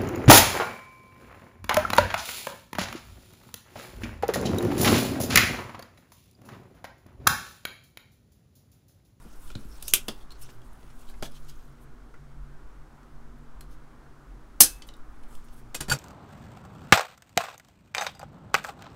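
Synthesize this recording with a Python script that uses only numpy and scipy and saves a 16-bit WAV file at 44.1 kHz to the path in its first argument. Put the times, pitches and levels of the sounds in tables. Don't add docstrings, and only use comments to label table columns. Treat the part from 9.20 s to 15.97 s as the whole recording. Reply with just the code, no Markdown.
import sys
import numpy as np
from scipy import signal
from scipy.fft import rfft, irfft, next_fast_len
from scipy.io import wavfile
from scipy.ndimage import uniform_filter1d, map_coordinates

SR = 44100
rng = np.random.default_rng(int(sys.argv[2]) if len(sys.argv) > 2 else 0)


def bounce(signal):
    frames = np.transpose(np.atleast_2d(signal))
    limited = np.clip(frames, -1, 1)
    pcm = np.round(limited * 32767).astype(np.int16)
    wavfile.write(sys.argv[1], SR, pcm)


def linear_from_db(decibels):
    return 10 ** (np.asarray(decibels, float) / 20)


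N = 298632
T = np.arange(SR // 4) / SR

# pitch in Hz, width in Hz, level in dB.
FAN_LINES = [(237.4, 3.4, -61), (311, 27, -67.5), (382, 9.6, -69)]
# frequency in Hz, level in dB per Hz.
HUM_COLOUR = [(50, -13), (62, -5.5), (78, -12.5), (140, -9), (175, -16.5), (240, -10.5), (340, -15),
              (580, -21), (800, -19.5), (1150, -19), (1450, -20), (1750, -26.5), (2300, -32), (3200, -44)]
# frequency in Hz, level in dB per Hz.
RUMBLE_COLOUR = [(22, -58.5), (30, -8.5), (43, 8), (56, -6.5), (75, -28), (100, -52), (200, -120)]
# frequency in Hz, level in dB per Hz.
HISS_COLOUR = [(1500, -26.5), (2400, -4.5), (3200, -1), (4500, -3.5), (6500, -5), (9000, -8),
               (12000, -11.5), (16000, -15)]
# time in seconds, level in dB.
TRAFFIC_LEVEL = [(0.0, -55), (0.19, -51), (2.98, -54), (3.13, -48), (5.32, -55), (5.45, -42), (5.6, -55.5),
                 (6.75, -53), (6.77, -59)]
# start in seconds, length in seconds, pitch in Hz, level in dB.
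DRONE_SWELLS = [(0.2, 0.29, 138.8, -68), (0.604, 0.28, 126.7, -58.5), (1.148, .33, 119.5, -54.5),
                (1.555, 0.27, 135, -60.5), (1.997, 0.37, 144.1, -54), (2.451, 0.32, 140, -56),
                (2.949, 0.53, 141.6, -52.5), (3.546, 1, 144.6, -57.5), (4.499, 0.68, 140.6, -60),
                (5.897, 0.33, 119.7, -65), (6.3, 0.32, 119.7, -57.5)]
# frequency in Hz, t60 in seconds.
ROOM_DECAY = [(150, 0.23), (1500, 0.17), (5000, 0.16), (14000, 0.11)]

# time in seconds, movement in dB.
ARM_MOVEMENT = [(0, -66.5), (.46, -65.5), (.62, -59.5), (.81, -60), (.97, -61.5), (1.07, -74.5),
                (1.24, -63.5), (1.43, -78), (1.73, -70.5), (2.0, -66.5), (2.25, -69.5), (2.5, -75.5),
                (2.8, -108), (5.5, -108), (5.68, -80.5), (5.85, -85.5), (6.2, -69), (6.55, -85.5)]
# frequency in Hz, level in dB per Hz.
RUB_COLOUR = [(1200, -40.5), (2500, -3.5), (4000, -5), (6500, -5.5), (8500, -14), (12000, -41)]
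# frequency in Hz, level in dB per Hz.
SWISH_COLOUR = [(4500, -36), (7000, 1.5), (10500, 6), (13500, 0), (16000, 1.5)]
# frequency in Hz, level in dB per Hz.
SWAY_COLOUR = [(0, -19), (1.5, 19.0), (4, 18.5), (12, 12.5), (22, 6), (30, 0.5), (45, -47.5), (100, -120)]
# middle in seconds, level in dB, half length in seconds, ring in Hz, ring level in dB.
SCUFF_EVENTS = [(0.029, -64, .014, 7800, 8), (0.074, -66, .01, 9000, 3), (0.11, -66, .014, 8180, -2),
                (.28, -60, .004, 3490, 3), (1.461, -68.5, .025, 8510, -6), (4.186, -72, 0.0038, 11610, 0),
                (.26, -60.5, 0.066, 11500, -16), (0.531, -65, 0.035, 5442, 8), (1.018, -67, 0.019, 3453, 5),
                (1.121, -57, 0.0062, 4225, 9), (1.223, -50.5, 0.013, 11300, -15),
                (1.301, -59.5, 0.0096, 3000, -2.5), (1.804, -63, .035, 6920, -18.5),
                (1.895, -61.5, 0.025, 4063, 0), (2.052, -49, 0.021, 3415, 1), (2.161, -60, 0.023, 3200, -3),
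                (2.295, -53, 0.0134, 5500, -12), (2.626, -70, 0.023, 13000, -6),
                (5.679, -62, 0.011, 13580, -3), (4.526, -64.5, .025, 6400, -7),
                (6.133, -64, 0.041, 7970, -0.5), (6.251, -66, 0.01, 9000, -7.5),
                (6.34, -65, .018, 10800, -5), (6.382, -63, 0.023, 10650, -8)]
# time in seconds, level in dB, pitch in Hz.
SQUEAK_PATH = [(2.32, -84, 15200), (2.36, -78, 14200), (2.42, -76, 12900), (2.49, -79, 11600)]
# time in seconds, level in dB, pitch in Hz.
SOFT_THUMPS = [(.05, -44, 245), (.354, -34, 200), (.39, -48, 120.8), (.45, -48, 229.6), (.886, -40, 329.5),
               (2.025, -44.5, 570), (5.407, -32, 350), (6.685, -34, 139), (6.718, -54, 138)]

# time in seconds, peak in dB, weight in dB, brightness in dB, favoured ring in Hz.
PUMP_TAPS = [(0.3017, -37.5, -7, -25, 2460), (0.3154, -42, -17, -11, 3450),
             (0.3521, -33.5, -5, -31.5, 3700), (0.625, -29.5, -16, 4, 7000), (0.6787, -34.5, -17, 2, 11800),
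             (0.6806, -22.5, -25, 4.5, 3720), (0.8824, -20, -8.5, -6, 2790),
             (0.8863, -25.5, -2, -8.5, 3380), (1.1054, -41, -23, -11, 3950),
             (1.4172, -52.5, -8.5, -8, 2900), (1.5305, -59.5, -10, 8.5, 8900), (1.6287, -52, -5, -21, 3284),
             (1.701, -51.5, -3, -8.5, 5603), (5.6206, -32, -15.5, -18.5, 4530),
             (5.6875, -35.5, -11.5, -29, 3850), (5.7374, -45, -21, -9.5, 3630),
             (5.7665, -60, -7.5, 7.5, 3920), (6.0345, -49, -7, -17, 2500), (6.1514, -42.5, -24, -4, 3300),
             (6.2846, -48.5, -8, -14, 2790)]
# time in seconds, peak in dB, weight in dB, brightness in dB, favoured ring in Hz.
TIP_TAPS = [(1.2895, -50.5, 8.5, -7, 3380), (1.8978, -48.5, 4.5, 3, 3870), (1.9394, -55, 11.5, -9, 2550),
            (2.0245, -26.5, 0.5, -5.5, 4700), (2.0307, -28, -8, -8, 3200), (2.056, -42, -9, -2, 3350),
            (2.1191, -47, -4, -5, 5000), (2.9404, -54.5, 8, -8, 3000), (3.8294, -54, 1, -18.5, 3090),
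            (4.4082, -38.5, -4, -1, 4206)]
# frequency in Hz, level in dB per Hz.
TICK_COLOUR = [(1500, -22.5), (2800, 4.5), (5000, 2.5), (7500, -1.5), (10000, -9), (16000, -36.5)]
# frequency in Hz, level in dB per Hz.
SPARKLE_COLOUR = [(5000, -30.5), (8000, -1.5), (11000, 1), (14000, -5), (16000, -8)]
# frequency in Hz, level in dB per Hz.
KNOCK_COLOUR = [(300, 0), (700, -4), (1500, -2.5), (2500, -10.5), (4000, -59.5)]
# pitch in Hz, level in dB, t60 in seconds.
BENCH_MODES = [(148, -2.5, 0.014), (225.2, -0.5, 0.039), (292, -5.5, 0.03), (376.8, 1, 0.04),
               (447, -7, .04), (570, -9.5, 0.09)]
# pitch in Hz, level in dB, t60 in seconds.
SHELL_MODES = [(573, -10, 0.029), (2982, -1, 0.03), (3361, -10, 0.082), (4630, -15, 0.04),
               (5335, -20, 0.11), (5730, -24, 0.21), (7175, -21, 0.085), (7822, -25.5, 0.18)]
# pitch in Hz, level in dB, t60 in seconds.
BOARD_MODES = [(533, -21.5, 0.083), (890, -5, 0.07), (2050, -5, 0.073), (2620, -4, 0.025), (3300, -25, 5.0),
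               (4285, -19, 0.095), (4560, -21, 0.064), (5700, -36, 0.018)]
# time in seconds, level in dB, pitch in Hz, t60 in seconds.
SMEAR_EVENTS = [(.302, -43.5, 1350, .025), (.3525, -40, 1350, .02), (.3525, -40, 2400, .02),
                (.8826, -30, 10200, .02), (.8826, -34, 14600, .015), (.8826, -32, 8000, .015),
                (.883, -30, 4800, .035), (.884, -31, 3450, .06), (2.026, -40, 1200, .04),
                (2.052, -42, 3400, .05), (2.058, -48, 1700, .04), (2.153, -54, 3900, .04),
                (2.291, -51, 3250, .08), (2.297, -57, 2200, .04), (2.288, -52, 4000, .06),
                (2.293, -48, 4900, .06), (2.296, -48, 6600, .03), (2.9405, -38, 1400, .025),
                (2.9405, -44, 1950, .02), (5.44, -40, 1625, .2), (5.621, -44, 2000, .03),
                (5.621, -45, 3100, .05), (5.689, -51, 3050, .03), (5.689, -52, 2100, .03),
                (5.738, -52, 3800, .03), (6.698, -33, 9200, .05), (6.698, -34, 3300, .03),
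                (6.715, -33, 2900, .04), (6.722, -33, 9200, .05), (6.728, -33, 7600, .07)]
# time in seconds, level in dB, pitch in Hz, t60 in seconds.
CLEAR_NOTES = [(.3025, -46, 3000, .012), (.3525, -24, 4100, 0.0089), (1.106, -47.5, 4200, .05),
               (1.213, -47, 7700, .03), (1.215, -46, 11400, 0.028), (1.232, -44, 5360, .03),
               (1.417, -54.5, 3300, 0.032), (2.031, -36, 601, .04), (4.41, -51.5, 4180, 0.056),
               (6.683, -32.5, 135, 0.084), (6.718, -20.5, 4620, 0.068), (.356, -35.5, 195, 0.077),
               (.738, -29.5, 385, 0.048), (.884, -26.5, 330, 0.044), (2.0245, -34, 582, 0.057),
               (2.0245, -36, 395, 0.079), (.3535, -28, 118, .06), (5.407, -25.5, 257, 0.065),
               (5.406, -25.5, 520, 0.07), (5.408, -41, 95, .16), (5.408, -38, 170, .14),
               (5.406, -27.5, 1037, 0.042), (5.445, -38.5, 496, .09), (6.546, -33, 2050, .03),
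               (6.546, -38, 498, .05), (6.606, -35, 868, 0.05), (6.606, -45, 480, .06),
               (6.608, -30, 9300, .05), (6.606, -39.5, 140, 0.13), (6.549, -39, 12400, .03),
               (5.409, -28.5, 1201, 0.045)]

# time in seconds, level in dB, hiss pitch in Hz.
PLUNGER_SLIDE = [(.63, -58, 5000), (.655, -50, 5300), (.676, -46, 5700), (.69, -43, 6300),
                 (.712, -41, 6500), (.722, -49, 6500), (.735, -46, 6500)]
# frequency in Hz, level in dB per Hz.
LATCH_COLOUR = [(100, -25.5), (400, -5), (800, -19), (1250, -9), (1950, -13), (2350, 0), (2800, 0),
                (3300, 1.5), (4200, -9.5), (5500, -4.5), (9300, -1), (12800, -0.5), (15800, -11.5)]
# pitch in Hz, level in dB, t60 in seconds.
CATCH_MODES = [(2350, -14, .1), (3500, -11, 0.13), (5300, -12, .1), (6200, -12, 0.15), (7210, -24, .1),
               (7300, -14.5, 0.17), (9300, -6, 0.16), (10400, -13, 0.22), (10300, -4.5, 0.059),
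               (12300, 1.5, 0.052), (12660, -9, 0.11), (14120, -21, 0.24)]
# frequency in Hz, level in dB per Hz.
PISTON_COLOUR = [(200, -39), (600, -18.5), (1100, -15.5), (1700, -14.5), (2300, -16.5), (3000, -11),
                 (3900, -9), (5300, -5.5), (6300, 0), (7000, -5), (8200, -1), (10800, 2), (13300, -1),
                 (15800, -9.5)]
# time in seconds, level in dB, t60 in seconds.
PISTON_BLOWS = [(5.4048, 4, 0.026), (5.4105, -4.5, 0.034), (5.4175, -10.5, 0.039),
                (5.425, -26, .05), (5.4325, -17, 0.064), (5.44, -33.5, 0.27)]
# pitch in Hz, level in dB, t60 in seconds.
SPRING_MODES = [(2600, -19, .5), (3800, -6, .07), (7700, 0, .12), (8240, -2, .1), (10223, 1, .1),
                (13036, 0, .1), (5102, -2, .15), (5392, 2.5, 0.13), (6100, 11.5, 0.04), (6605, -5, 0.18),
                (9230, -1, .12), (11100, -0.5, .12), (12500, -3, 0.1)]
# frequency in Hz, level in dB per Hz.
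LINGER_COLOUR = [(800, -30), (2000, -3), (3500, 0), (5000, -1), (8000, -8), (14000, -25)]
# time in seconds, peak in dB, weight in dB, tube ring in dB, nozzle ring in dB.
BARREL_BOUNCES = [(6.545, -28, -5.5, -8.5, -22), (6.549, -25.5, -15, -29, -23.5),
                  (6.6051, -29.5, -6, -1, -6), (6.608, -26, -5.5, -24, -13), (6.682, -39.5, 6, -14, -4),
                  (6.687, -40, 4, -13, -14), (6.697, -22.5, -7, -22, -13), (6.7005, -29, -10, -6, 10),
                  (6.714, -24, -5, 11.5, -18), (6.7202, -21, -5, 1.5, -23), (6.726, -26.5, 0, -6.5, -25),
                  (6.7335, -31, -3, -10, -15)]
# pitch in Hz, level in dB, t60 in seconds.
BARREL_MODES = [(2520, -8, 0.075), (3210, -12, 0.064), (5600, -13, 0.14), (6120, -14, .067),
                (6506, -8, 0.089), (6960, -4, 0.059), (7550, -3.5, 0.079), (8660, -12, .045),
                (8812, -8, 0.078), (9350, -9, 0.067), (10300, -19, 0.088), (12400, -11, 0.074)]
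# pitch in Hz, level in dB, t60 in seconds.
TUBE_MODES = [(137.7, -14, 0.24), (390, -19, 0.05), (909, -13.5, 0.073), (1452, -0.5, 0.051),
              (1620, -2, 0.026), (3000, -14, 0.046)]
# pitch in Hz, level in dB, t60 in seconds.
NOZZLE_MODES = [(4590, 0.5, 0.076), (5500, -22, 0.096), (7360, -13, 0.077), (9300, -10, 0.062)]


def unit(x):
    return x / np.sqrt(np.mean(x ** 2) + 1e-20)


def along(points, hz):
    f, v = np.transpose(points)
    return np.interp(np.log(hz + 1), np.log(f + 1), v)


def curves(rows, **ends):
    s, *cols = np.transpose(rows)
    return [np.interp(np.arange(N) / SR, s, c, **ends) for c in cols]


def wobble(rate):
    return map_coordinates(rng.standard_normal(int(N * rate / SR) + 4), [np.arange(N) * rate / SR])


def noise(spectrum, size=N):
    m = next_fast_len(size)
    gain = linear_from_db(along(spectrum, np.fft.rfftfreq(m, 1 / SR)))
    return unit(irfft(rfft(rng.standard_normal(m)) * gain, m)[:size])


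def blur(hz, width_hz, size=len(T)):
    skirt = [(1, 0), (width_hz, -3), (4 * width_hz, -30), (20 * width_hz, -80)]
    return noise(skirt, size) * np.cos(2 * np.pi * np.cumsum(hz * np.ones(size)) / SR)


def patchy(x, depth_db, window, wide, long):
    z = signal.stft(x, nperseg=window)[2]
    field = uniform_filter1d(rng.standard_normal(z.shape), wide, 0)
    field = uniform_filter1d(field, long, 1)
    return unit(signal.istft(z * linear_from_db(depth_db * unit(field)), nperseg=window)[1][:len(x)])


def rattle(spectrum, depth_db):
    return patchy(noise(spectrum, len(T)), depth_db, window=128, wide=2, long=5)


def fade(t60, attack):
    return linear_from_db(-60 * T / t60) * (1 - np.exp(-T / attack))


def ring(modes, rough):
    out = np.zeros(len(T))
    for hz, db, t60 in modes:
        tone = (1 - rough) * np.sin(2 * np.pi * hz * T) + rough * blur(hz, 0.018 * hz)
        out += linear_from_db(db) * fade(t60, 0.0014) * tone
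    return out


def burst(spectrum, envelope):
    m = 2 * len(T)
    z = rfft(rng.standard_normal(len(T)) * envelope, m)
    power = np.abs(z) ** 2
    luck = np.sqrt(uniform_filter1d(power, size=300) / np.mean(power)) + .1
    x = irfft(z / luck * linear_from_db(along(spectrum, np.fft.rfftfreq(m, 1 / SR))), m)[:len(T)]
    return unit(x) * np.sqrt(np.mean(envelope ** 2))


def add(track, s, sound, wet_db):
    hz, t, z = signal.stft(rng.standard_normal(SR // 3), SR, nperseg=128)
    tail = signal.istft(z * linear_from_db(-60 * t / along(ROOM_DECAY, hz)[:, None]), SR, nperseg=128)[1]
    tail /= np.linalg.norm(tail)
    heard = linear_from_db(wet_db) * signal.fftconvolve(np.pad(sound, (120, 0)), tail)
    heard[:len(sound)] += sound
    echo_s = .0011 * rng.uniform(.8, 1.25)
    heard[round(echo_s * SR):][:len(sound)] += linear_from_db(-12) * sound
    part = track[round(s * SR):][:len(heard)]
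    part += linear_from_db(0.43) * heard[:len(part)]


def contact(thud_db, knock_db, sparkle_db, t60):
    tick = burst(TICK_COLOUR, fade(t60, 0.0013))
    sparkle = linear_from_db(sparkle_db) * burst(SPARKLE_COLOUR, fade(t60, 0.0005))
    knock = linear_from_db(knock_db) * burst(KNOCK_COLOUR, fade(2.2 * t60, 0.0011))
    return tick + sparkle + knock + linear_from_db(thud_db - 3.0) * ring(BENCH_MODES, rough=.3)


def room_tone():
    rumble_db, = curves(TRAFFIC_LEVEL)
    hum = patchy(noise(HUM_COLOUR + [(5000, -90)]), 1.2, window=1024, wide=8, long=8)
    out = linear_from_db(-55.5 + .7 * wobble(0.81)) * hum + linear_from_db(-71.5) * noise(HISS_COLOUR)
    for hz, width_hz, db in FAN_LINES:
        flutter = .75 + .35 * wobble(width_hz)
        out += linear_from_db(db) * flutter * np.sin(2 * np.pi * hz * np.arange(N) / SR)
    return out + linear_from_db(rumble_db + 1.0 + 2.8 * wobble(14)) * noise(RUMBLE_COLOUR)


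def drone():
    base_hz, base_db, edge_s = 135, -70, .06
    t = np.arange(N) / SR
    gain, pull = linear_from_db(base_db) * np.ones(N), np.zeros(N)
    for s, length, hz, db in DRONE_SWELLS:
        on = np.clip(np.minimum(t - s, s + length - t) / edge_s, 0, 1)
        gain += linear_from_db(db) * on
        pull += (hz - base_hz) * on
    pitch = base_hz + pull + 4 * wobble(31)
    return gain * linear_from_db(2.8 * wobble(16)) * np.sin(2 * np.pi * np.cumsum(pitch) / SR)


def rustle(colour):
    grain = linear_from_db(2.3 * wobble(150) + 1.8 * wobble(14) + 1.4 * wobble(4.4))
    return patchy(noise(colour) * grain, 2.6, window=256, wide=8, long=12)


def hands():
    busy_db, = curves(ARM_MOVEMENT)
    follow_db = 0.31 * np.maximum(busy_db + 64.5, -25)
    sway = linear_from_db(-38 + follow_db + 2.6 * wobble(6.2)) * noise(SWAY_COLOUR)
    return linear_from_db(busy_db - 0.65) * rustle(RUB_COLOUR) + linear_from_db(busy_db + 1.1) * rustle(SWISH_COLOUR) + sway


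def scuffs():
    db, hz = curves(SQUEAK_PATH, left=-120, right=-120)
    out = linear_from_db(db - 1.5 + 3.5 * wobble(60)) * np.sin(2 * np.pi * np.cumsum(hz + 60 * wobble(200)) / SR)
    for s, db, half, hz, ring_db in SCUFF_EVENTS:
        grain = np.abs(noise([(1, 1), (150, -2.0), (600, -17.0)], len(T))) ** 0.66
        swell = np.exp(-((T - T.mean()) / half) ** 2) * grain
        sound = 4500 / hz * rattle(TICK_COLOUR, depth_db=3.0)
        sound += hz / 9000 * rattle(SPARKLE_COLOUR, depth_db=4.5)
        sound += linear_from_db(ring_db) * blur(hz, 260)
        add(out, s - T.mean(), linear_from_db(db) * swell * sound, wet_db=-9.0)
    return out


def thumps():
    out = np.zeros(N)
    for s, db, hz in SOFT_THUMPS:
        push = noise([(hz / 4, -12), (hz / 2, -3), (hz, 0), (1.75 * hz, -10), (4 * hz, -50)], len(T))
        add(out, s, linear_from_db(db + 3.0) * push * fade(0.11, 0.0024), wet_db=-8.0)
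    return out


def taps(rows, body, thud_db, ring_db, favour_db):
    out = np.zeros(N)
    for s, db, weight_db, bright_db, hz in rows:
        touch = contact(weight_db + thud_db, weight_db, bright_db, 0.015)
        favoured = linear_from_db(favour_db) * ring([(hz, 0, .011)], rough=0.33)
        rings = linear_from_db(weight_db + ring_db) * ring(body, rough=0.38) * fade(.08, .0003)
        add(out, s, linear_from_db(db - 3.0) * (touch + favoured + rings), wet_db=-6.5)
    return out


def pump_taps():
    return taps(PUMP_TAPS, SHELL_MODES, thud_db=4.5, ring_db=3, favour_db=6.5)


def smears():
    out = np.zeros(N)
    for s, db, hz, t60 in SMEAR_EVENTS:
        tone = .5 * np.sin(2 * np.pi * hz * T) + .7 * blur(hz, .05 * hz)
        add(out, s, linear_from_db(db) * tone * fade(t60, .001), wet_db=-8.5)
    return out


def notes():
    out = np.zeros(N)
    for s, db, hz, t60 in CLEAR_NOTES:
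        add(out, s, linear_from_db(db) * ring([(hz, 0, t60)], rough=0.057), wet_db=-10.5)
    return out


def cocking():
    db, hz = curves(PLUNGER_SLIDE, left=-120, right=-120)
    hiss = blur(hz, 540, N) + 0.26 * noise(TICK_COLOUR) + .4 * noise(SPARKLE_COLOUR)
    out = linear_from_db(db + 1.5 * wobble(130)) * hiss
    crack = np.exp(-((T - .0016) / .0008) ** 2)
    shiver = linear_from_db(-9.5) * fade(.07, 0.0012)
    add(out, .7361, linear_from_db(-6) * burst(LATCH_COLOUR, crack + shiver), wet_db=-8.5)
    add(out, .737, linear_from_db(-17) * ring(CATCH_MODES, rough=.4) * fade(.2, 0.00033), wet_db=-12.5)
    add(out, .7565, linear_from_db(-27) * burst(LATCH_COLOUR, fade(.03, .0004)), wet_db=-8.0)
    return out


def board_taps():
    return taps(TIP_TAPS, BOARD_MODES, thud_db=1, ring_db=-5, favour_db=6)


def firing():
    out = np.zeros(N)
    slip = noise(PISTON_COLOUR, len(T)) * (T / 0.012) * (T < .004)
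    add(out, 5.4008, linear_from_db(-26.0) * slip, wet_db=-11.0)
    for s, db, t60 in PISTON_BLOWS:
        blow = fade(t60, .00015) * linear_from_db(1.5 * wobble(300)[:len(T)])
        add(out, s, linear_from_db(db) * burst(PISTON_COLOUR, blow), wet_db=-5.5)
    dying = fade(.6, .03) * np.cos(np.pi / 2 * T / T.max())
    add(out, 5.45, linear_from_db(-52) * rattle(LINGER_COLOUR, depth_db=2.5) * dying, wet_db=-6.0)
    add(out, 5.405, linear_from_db(-25) * ring(BENCH_MODES, rough=.25), wet_db=-5.5)
    add(out, 5.406, linear_from_db(-22.0) * ring(SPRING_MODES, rough=0.38), wet_db=-5.0)
    return out


def bounces():
    out = np.zeros(N)
    for s, db, weight_db, tube_db, nozzle_db in BARREL_BOUNCES:
        rings = linear_from_db(-4.5) * ring(BARREL_MODES, rough=0.74)
        rings += linear_from_db(tube_db) * ring(TUBE_MODES, rough=.15)
        rings += linear_from_db(nozzle_db) * ring(NOZZLE_MODES, rough=0.31)
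        add(out, s, linear_from_db(db) * contact(weight_db - 5, weight_db, -5.0, 0.021), wet_db=-6.0)
        add(out, s, linear_from_db(db) * rings, wet_db=-20)
    return out


def scene():
    background = room_tone() + drone()
    handling = hands() + scuffs() + thumps() + pump_taps() + board_taps() + smears() + notes()
    pump = cocking() + firing() + bounces()
    return (background + handling + pump)[None]


def roll_off(x):
    return signal.sosfilt(signal.butter(12, 15940, fs=SR, output="sos"), x)


def record(dry):
    z = rfft(np.clip(dry, -.92, .92))
    over_khz = np.maximum(np.fft.rfftfreq(N, 1 / SR) - 15700, 0) / 1000
    mix = np.clip(irfft(z * linear_from_db(-45 * over_khz), N), -1, 1)
    return roll_off(mix)


dry = scene()
out = record(dry)
bounce(out)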